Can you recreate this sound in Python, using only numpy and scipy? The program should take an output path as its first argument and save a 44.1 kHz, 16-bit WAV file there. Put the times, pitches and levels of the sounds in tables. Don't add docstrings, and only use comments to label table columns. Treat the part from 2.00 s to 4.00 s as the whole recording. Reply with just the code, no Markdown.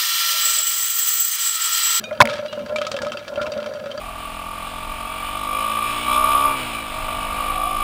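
import sys
import numpy as np
from scipy import signal
from scipy.io import wavfile

SR = 44100
rng = np.random.default_rng(int(sys.argv[2]) if len(sys.argv) > 2 else 0)


def boost(x):
    u = np.asarray(x, float) / 20
    return 10 ** u


def output_pcm(signal):
    pcm = np.clip(np.atleast_2d(signal).T, -1, 1) * 32767
    wavfile.write(sys.argv[1], SR, np.round(pcm).astype(np.int16))


N = 88200

BLOW_TIMES = [.2035, .2058, .2129, .2141, .2158, .2214, .2261, .2272, .2402, .2542, .2574, .2735, .2066,
              .2132, .2185, .2218, .2548, .1105, .2045]
# level in dB, pitch in Hz, T60 in seconds.
BLOW_NOTES = [(2, 1460, 0.026), (7, 1005, 0.025), (3.5, 3710, 0.0052), (3, 1730, 0.01), (-2, 2200, 0.016),
              (10.5, 997, 0.0054), (-8.5, 4800, 0.0037), (-14.5, 703, 0.043), (-36, 2800, 0.017),
              (-12, 2170, 0.008), (-23, 3100, 0.012), (-6, 2230, 0.0051), (-14, 2600, 0.039),
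              (-2, 6000, 0.0027), (-11, 2240, 0.024), (-11, 1970, 0.012), (-1, 2260, 0.0021),
              (-25, 2090, 0.011), (-7.5, 4520, 0.005)]
# start in seconds, peak level in dB, pitch of the camera's
# nod in Hz.
BUMPS = [(0.027, -29, 628.6), (0.11, -16.5, 579), (0.124, -24.5, 638.8), (0.147, -37, 584),
         (0.246, -18, 570), (0.277, -18, 580.4), (0.316, -21.5, 591.3), (0.346, -23.5, 580.7),
         (0.388, -17.5, 602), (0.423, -20, 579.7), (0.445, -24.5, 586), (0.447, -25, 607),
         (0.526, -21.5, 610.2), (0.548, -31, 575), (0.574, -18, 589.7), (0.601, -23, 578),
         (0.661, -26.5, 592), (0.695, -21.5, 597.2), (0.72, -21, 603.8), (0.743, -21.5, 615.6),
         (0.783, -18.5, 575.5), (0.808, -17, 594), (0.844, -21.5, 596), (0.885, -26, 622),
         (0.914, -20, 556.5), (0.94, -19, 570.8), (0.974, -25, 577.2), (1.028, -17.5, 573),
         (1.059, -15.5, 590.6), (1.085, -30.5, 606.8), (1.143, -23, 576.5), (1.169, -29, 579),
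         (1.211, -25.5, 596.7)]
# start in seconds, peak level in dB, pitch of the nod in Hz.
LATER_BUMPS = [(1.294, -23.5, 604.6), (1.319, -22, 589), (1.354, -23.5, 542.2), (1.374, -11, 594.7),
               (1.409, -18.5, 584.5), (1.439, -25.5, 608), (1.471, -20, 614.6), (1.499, -23.5, 574.2),
               (1.539, -26, 617), (1.566, -20, 556), (1.584, -22.5, 591.7), (1.62, -20.5, 597.2),
               (1.657, -23.5, 568), (1.67, -28.5, 590), (1.711, -21.5, 606), (1.748, -21.5, 583.8),
               (1.768, -35, 584), (1.801, -26.5, 605), (1.837, -23.5, 591), (1.859, -25, 559),
               (1.894, -25, 603.7), (1.946, -25.5, 600), (1.978, -20.5, 600)]
# pitch in Hz, level in dB, T60 in seconds.
HOUSING_MODES = [(115, -18.5, 0.03), (228.2, -16.5, 0.088), (538.8, -12, 0.081), (563.4, -16, 0.14),
                 (604, -12, 0.26), (734.6, -27, 0.24), (914.6, -19.5, 0.053), (1034, -17.5, 0.039),
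                 (1213, -26.5, 0.056), (1389, -10, 0.025), (1644, -23.5, 0.046)]
# time in seconds, level in dB.
TRACK_ROUGHNESS = [(0, -34.5), (.19, -27), (.26, -20.5), (.45, -33), (.65, -27.5), (.8, -26.5),
                   (1.08, -26.5), (1.24, -34.5), (1.4, -22.5), (1.65, -28), (2, -31.5)]
# start in seconds, peak level in dB, pitch
# of the tube in Hz.
SLAPS = [(0.0914, -31.5, 2400), (0.1096, -43, 2080), (0.1273, -32, 2980), (0.1501, -35, 2420),
         (0.2964, -17.5, 2880), (0.3037, -21, 2570), (0.2552, -22, 4060), (0.275, -28, 2700),
         (0.288, -19, 1420), (0.313, -27.5, 2700), (0.345, -25, 2500), (0.3735, -28, 3100),
         (0.397, -39, 2500), (0.3316, -21.5, 2070), (0.3555, -21.5, 2510), (0.3873, -26.5, 2780),
         (0.4596, -23.5, 2680), (0.4545, -35, 3000), (0.5262, -22, 2960), (0.5295, -22.5, 1340),
         (0.5924, -28, 3100), (0.6608, -26.5, 4680), (0.6942, -26.5, 2420), (0.7598, -15, 2350),
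         (0.784, -20.5, 2980), (0.8154, -14.5, 2933), (0.8195, -23.5, 1400), (0.8494, -23, 3392),
         (0.8665, -15, 3710), (0.9153, -15, 4680), (0.9415, -23, 3115), (0.965, -18, 3185),
         (1.0179, -15.5, 3710), (0.988, -23.5, 1690), (1.048, -21.5, 2279), (1.067, -20.5, 2560),
         (1.0964, -36, 3160), (1.1191, -17, 2820), (1.1716, -21.5, 2850),
         (1.133, -24.5, 2707), (1.191, -27.5, 3500), (1.2487, -30, 2351), (1.279, -19, 2887),
               (1.3575, -23, 3307), (1.3805, -30, 2458), (1.4133, -24.5, 3061), (1.4162, -18.5, 2930),
               (1.4579, -29, 2285), (1.465, -19.5, 2410), (1.519, -21, 4664), (1.5362, -29.5, 2543),
               (1.5744, -26, 4680), (1.6019, -25.5, 2660), (1.628, -28, 3132), (1.6412, -35, 3156),
               (1.661, -21.5, 2900), (1.672, -32, 5800), (1.706, -42, 3516), (1.7365, -26, 5800),
               (1.7991, -34, 2491), (1.8407, -35, 2592), (1.858, -25, 4060), (1.869, -27, 2900),
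               (1.914, -24, 3120), (1.976, -24, 4680)]
# frequency in Hz, density in dB per Hz.
SLAP_SPECTRUM = [(600, -34.5), (1000, -12.5), (2000, -12), (3000, -8.5), (4500, -12), (6500, -19),
                 (10000, -45), (16000, -62)]
# pitch in Hz, level in dB, T60 in seconds.
TUBE_MODES = [(1285, -5.5, 0.075), (1421, -4.5, 0.023), (1690, -3.5, 0.037), (2350, -10.5, 0.042),
              (2672, -3.5, 0.018), (3120, -8.5, 0.041), (3390, -15.5, 0.036), (3710, -21, 0.11),
              (4060, -28, 0.11), (4680, -8.5, 0.037), (5830, -14.5, 0.035)]
# start in seconds, level in dB.
PEBBLES = [
    (0.0404, -33),
    (0.4825, -33),
]
# pitch in Hz, level in dB, T60 in seconds.
FIRST_SPOKE = [(1530, 1.5, 0.04), (2445, 1.5, 0.32), (3070, 6.5, 0.026), (3727, 2.5, 0.15),
               (4660, 1.5, 0.036), (5790, 2, 0.028), (6680, -9.5, 0.094), (8350, -20, 0.1)]
# pitch in Hz, level in dB, T60 in seconds.
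SECOND_SPOKE = [(2868, -4, 0.53), (3370, -7, .08), (3970, -3.5, 0.1), (4880, -10, 0.054), (8650, -19, 0.04)]
# frequency in Hz, density in dB per Hz.
AIR_SPECTRUM = [(60, -34), (110, -8), (240, -14), (370, -14), (900, -48), (2500, -25), (7000, -37.5),
                (16000, -39)]


def ring(clicks, hz, t60):
    r, w = boost(-60 / (t60 * SR)), 2 * np.pi * hz / SR
    return signal.lfilter([0, np.sin(w)], [1, -2 * r * np.cos(w), r * r], clicks + 1e-18)


def fade(clicks, t60):
    return signal.lfilter([1], [1, -boost(-60 / (t60 * SR))], clicks + 1e-18)


def train(s, gains):
    out = np.zeros(N)
    np.add.at(out, np.minimum(np.asarray(s) * SR, N - 1).astype(int), gains)
    return out


def grains(per_s, size_db):
    struck = rng.random(N) < per_s / SR
    size = boost(size_db * np.minimum(rng.exponential(1, N), 4))
    x = struck * size * rng.choice([-1, 1], N)
    return x / x.std()


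def drift(rate_hz):
    r = np.exp(-2 * np.pi * rate_hz / SR)
    x = signal.lfilter([1], [1, -2 * r, r * r], rng.standard_normal(N + SR))[SR:]
    return x / x.std()


def bandpass(x, order, low_hz, high_hz):
    return signal.sosfilt(signal.butter(order, [low_hz, high_hz], "band", fs=SR, output="sos"), x)


def coloured(x, spectrum, tilt_db, patchy_db):
    hz, db = np.transpose(spectrum)
    edges = 44 * 2 ** np.arange(0, 8.6, .5)
    out = 0
    for k, (low, high) in enumerate(zip(edges, edges[1:])):
        mid = np.sqrt(low * high)
        if mid > hz[0] * .7:
            level_db = np.interp(np.log(mid), np.log(hz), db)
            level_db = level_db + tilt_db * np.log2(max(mid, 3000) / 3000)
            level_db = level_db + patchy_db * drift(18.5) * min(1, 2500 / mid)
            out = out + boost(level_db) * bandpass(x[k % 2], 2, low, high)
    return out


def slam():
    rise_s, crack_db, crack_t60_s = .0004, -18, 0.0084
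    t = np.arange(SR // 8) / SR
    notes = np.zeros(N)
    for s, (level_db, hz, t60) in zip(BLOW_TIMES, BLOW_NOTES):
        envelope = boost(level_db - 60 * t / t60 + 3) * (1 - np.exp(-t / rise_s))
        notes[int(s * SR):][:len(t)] -= envelope * np.sin(2 * np.pi * hz * t)
    db = np.transpose(BLOW_NOTES)[0]
    crack = fade(train(BLOW_TIMES, boost(db + crack_db)), crack_t60_s)
    crack = crack * bandpass(2 * grains(15000, 0.45), 1, 1350, 4700)
    rings = ring(train(BLOW_TIMES[:1], boost(-4.0)), 591.0, 0.11)
    rings = rings + ring(train(BLOW_TIMES[5:6], boost(-31.0)), 921.0, 0.44)
    thud = ring(train(BLOW_TIMES[:6], boost(-13)), 120, 0.025)
    return notes + crack + rings + thud


def sway():
    rise_s, t60_s, glide_s = 0.0022, .1, 0.0056
    s, db, hz = np.transpose([*BUMPS, *LATER_BUMPS])
    rise, glide = np.exp(-1 / (rise_s * SR)), np.exp(-1 / (glide_s * SR))
    size = signal.lfilter([(1 - rise) ** 2], [1, -2 * rise, rise * rise], fade(train(s, boost(db)), t60_s))
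    held = hz[np.clip(np.searchsorted(s, np.arange(N) / SR) - 1, 0, None)]
    pitch = hz[0] + signal.lfilter([1 - glide], [1, -glide], held - hz[0])
    return size * np.sin(2 * np.pi * np.cumsum(pitch) / SR)


def housing():
    push_hz, spread_db, tread_db, tread_lump_db = 172, -1.5, -26.5, 5.5
    s, db, _ = np.transpose([*BUMPS, *LATER_BUMPS])
    rough_db = np.interp(np.arange(N) / SR, *np.transpose(TRACK_ROUGHNESS))
    tread = boost(rough_db + tread_db) * grains(430, 1.5)
    spread = rng.standard_normal((len(s), len(HOUSING_MODES)))
    r = np.exp(-2 * np.pi * push_hz / SR)
    out = 0
    for k, (hz, level_db, t60) in enumerate(HOUSING_MODES):
        bumps = train(s, boost(db + spread_db * spread[:, k]))
        bumps = bumps * (abs(hz - 580) > 40)
        push = bumps + tread * boost(tread_lump_db * drift(11.9))
        w = 2 * np.pi * hz / SR
        swell = signal.lfilter([1 - r], [1, -r * np.exp(1j * w)], push).real * 2
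        out = out + boost(level_db) * ring(swell, hz, t60)
    return out


def loose_parts():
    start_s, attack_s, hold_s, t60_s = .284, .01, .06, .2
    t = np.arange(N) / SR - start_s
    decay = boost(-60 * np.maximum(t - hold_s, 0) / t60_s)
    settle = boost(-32) * np.clip(t / attack_s, 0, 1) * decay * boost(6.0 * drift(120) - 4)
    jingle = boost(-48.5 + 5.0 * drift(100))
    return settle, jingle


def slap_noise(s, db, tube_hz, links, loose):
    rise_s, t60_s, tail_db, tail_t60_s = 0.00079, 0.02, -8, 0.084
    bounce_s, bounce_loss_db = 0.017, 4.5
    uneven = rng.random((len(s), 4))
    hits = train(s, boost(db))
    for k in range(2):
        bounce_at = s + bounce_s * (k + uneven[:, k]) / 2 + 0.0019
        hits = hits + train(bounce_at, boost(db - bounce_loss_db * (4 + k + uneven[:, k + 2])))
    r = np.exp(-1 / (rise_s * SR))
    body = fade(hits, t60_s) + boost(tail_db) * fade(hits, tail_t60_s)
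    snap = boost(-7.5) * fade(hits, 0.0049)
    shake = signal.lfilter([1 - r], [1, -r], body) + 3 * loose + snap
    bright_db = 0.9 * (db + 17) + 3.5 * np.log2(tube_hz / 3000)
    tilt_db = bright_db[np.clip(np.searchsorted(s, np.arange(N) / SR) - 1, 0, None)]
    return boost(3.5) * coloured(links * shake, SLAP_SPECTRUM, tilt_db, patchy_db=-1.5)


def tubes(s, db, tube_hz, links, buzz):
    frame_db, spread_db, strike_db, loss_db_per_octave = -16.5, 3, 13.5, 21.5
    spread = rng.standard_normal((len(s), len(TUBE_MODES)))
    out = 0
    for k, (hz, level_db, t60) in enumerate(TUBE_MODES):
        octaves = np.minimum(abs(np.log2(hz / tube_hz)), .6 if hz > 1500 else 0.31)
        own_db = db + spread_db * spread[:, k] - loss_db_per_octave * octaves
        strike = train(s + 0.000988, boost(own_db + strike_db))
        scrape = fade(train(s, boost(own_db - 4.0)), 0.01)
        scrape = scrape + buzz * boost(3.5 * drift(37.0) - 7.5)
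        out = out + boost(frame_db + level_db) * ring(strike + scrape * links[k % 2], hz, t60)
    return out


def rattle():
    s, db, tube_hz = np.transpose(sorted(SLAPS))
    settle, jingle = loose_parts()
    links = np.array([grains(4000, 2.5) for _ in range(2)])
    noise = slap_noise(s, db, tube_hz, links, settle + jingle)
    return noise + tubes(s, db, tube_hz, links, jingle + (1 - .7) * settle)


def pings():
    out = np.zeros(N)
    for (s, db), spoke in zip(PEBBLES, (FIRST_SPOKE, SECOND_SPOKE)):
        for hz, level_db, t60 in spoke:
            out += ring(train([s], boost(db + level_db)), hz, t60)
    return out


def air():
    air_db, gust_db, gust_hz, gust_t60_s = -48.5, -36.5, 345, 0.27
    x = coloured(rng.standard_normal((2, N)), AIR_SPECTRUM, 0, patchy_db=1.0)
    gust = signal.sosfilt(signal.butter(4, gust_hz, fs=SR, output="sos"), rng.standard_normal(N))
    gust_level = boost(gust_db - 60 * np.arange(N) / SR / gust_t60_s)
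    return boost(air_db) * x / x.std() + gust_level * gust / gust.std()


def scene():
    return (slam() + sway() + housing() + rattle() + pings() + air())[None]


def band_limit(x):
    return signal.sosfilt(signal.butter(12, 16390, fs=SR, output="sos"), x)


def record(dry):
    heard = signal.sosfilt(signal.butter(2, 80, "high", fs=SR, output="sos"), dry)
    clipped = np.clip(heard, -1, 1)
    return band_limit(clipped)


dry = scene()
out = record(dry)
output_pcm(out)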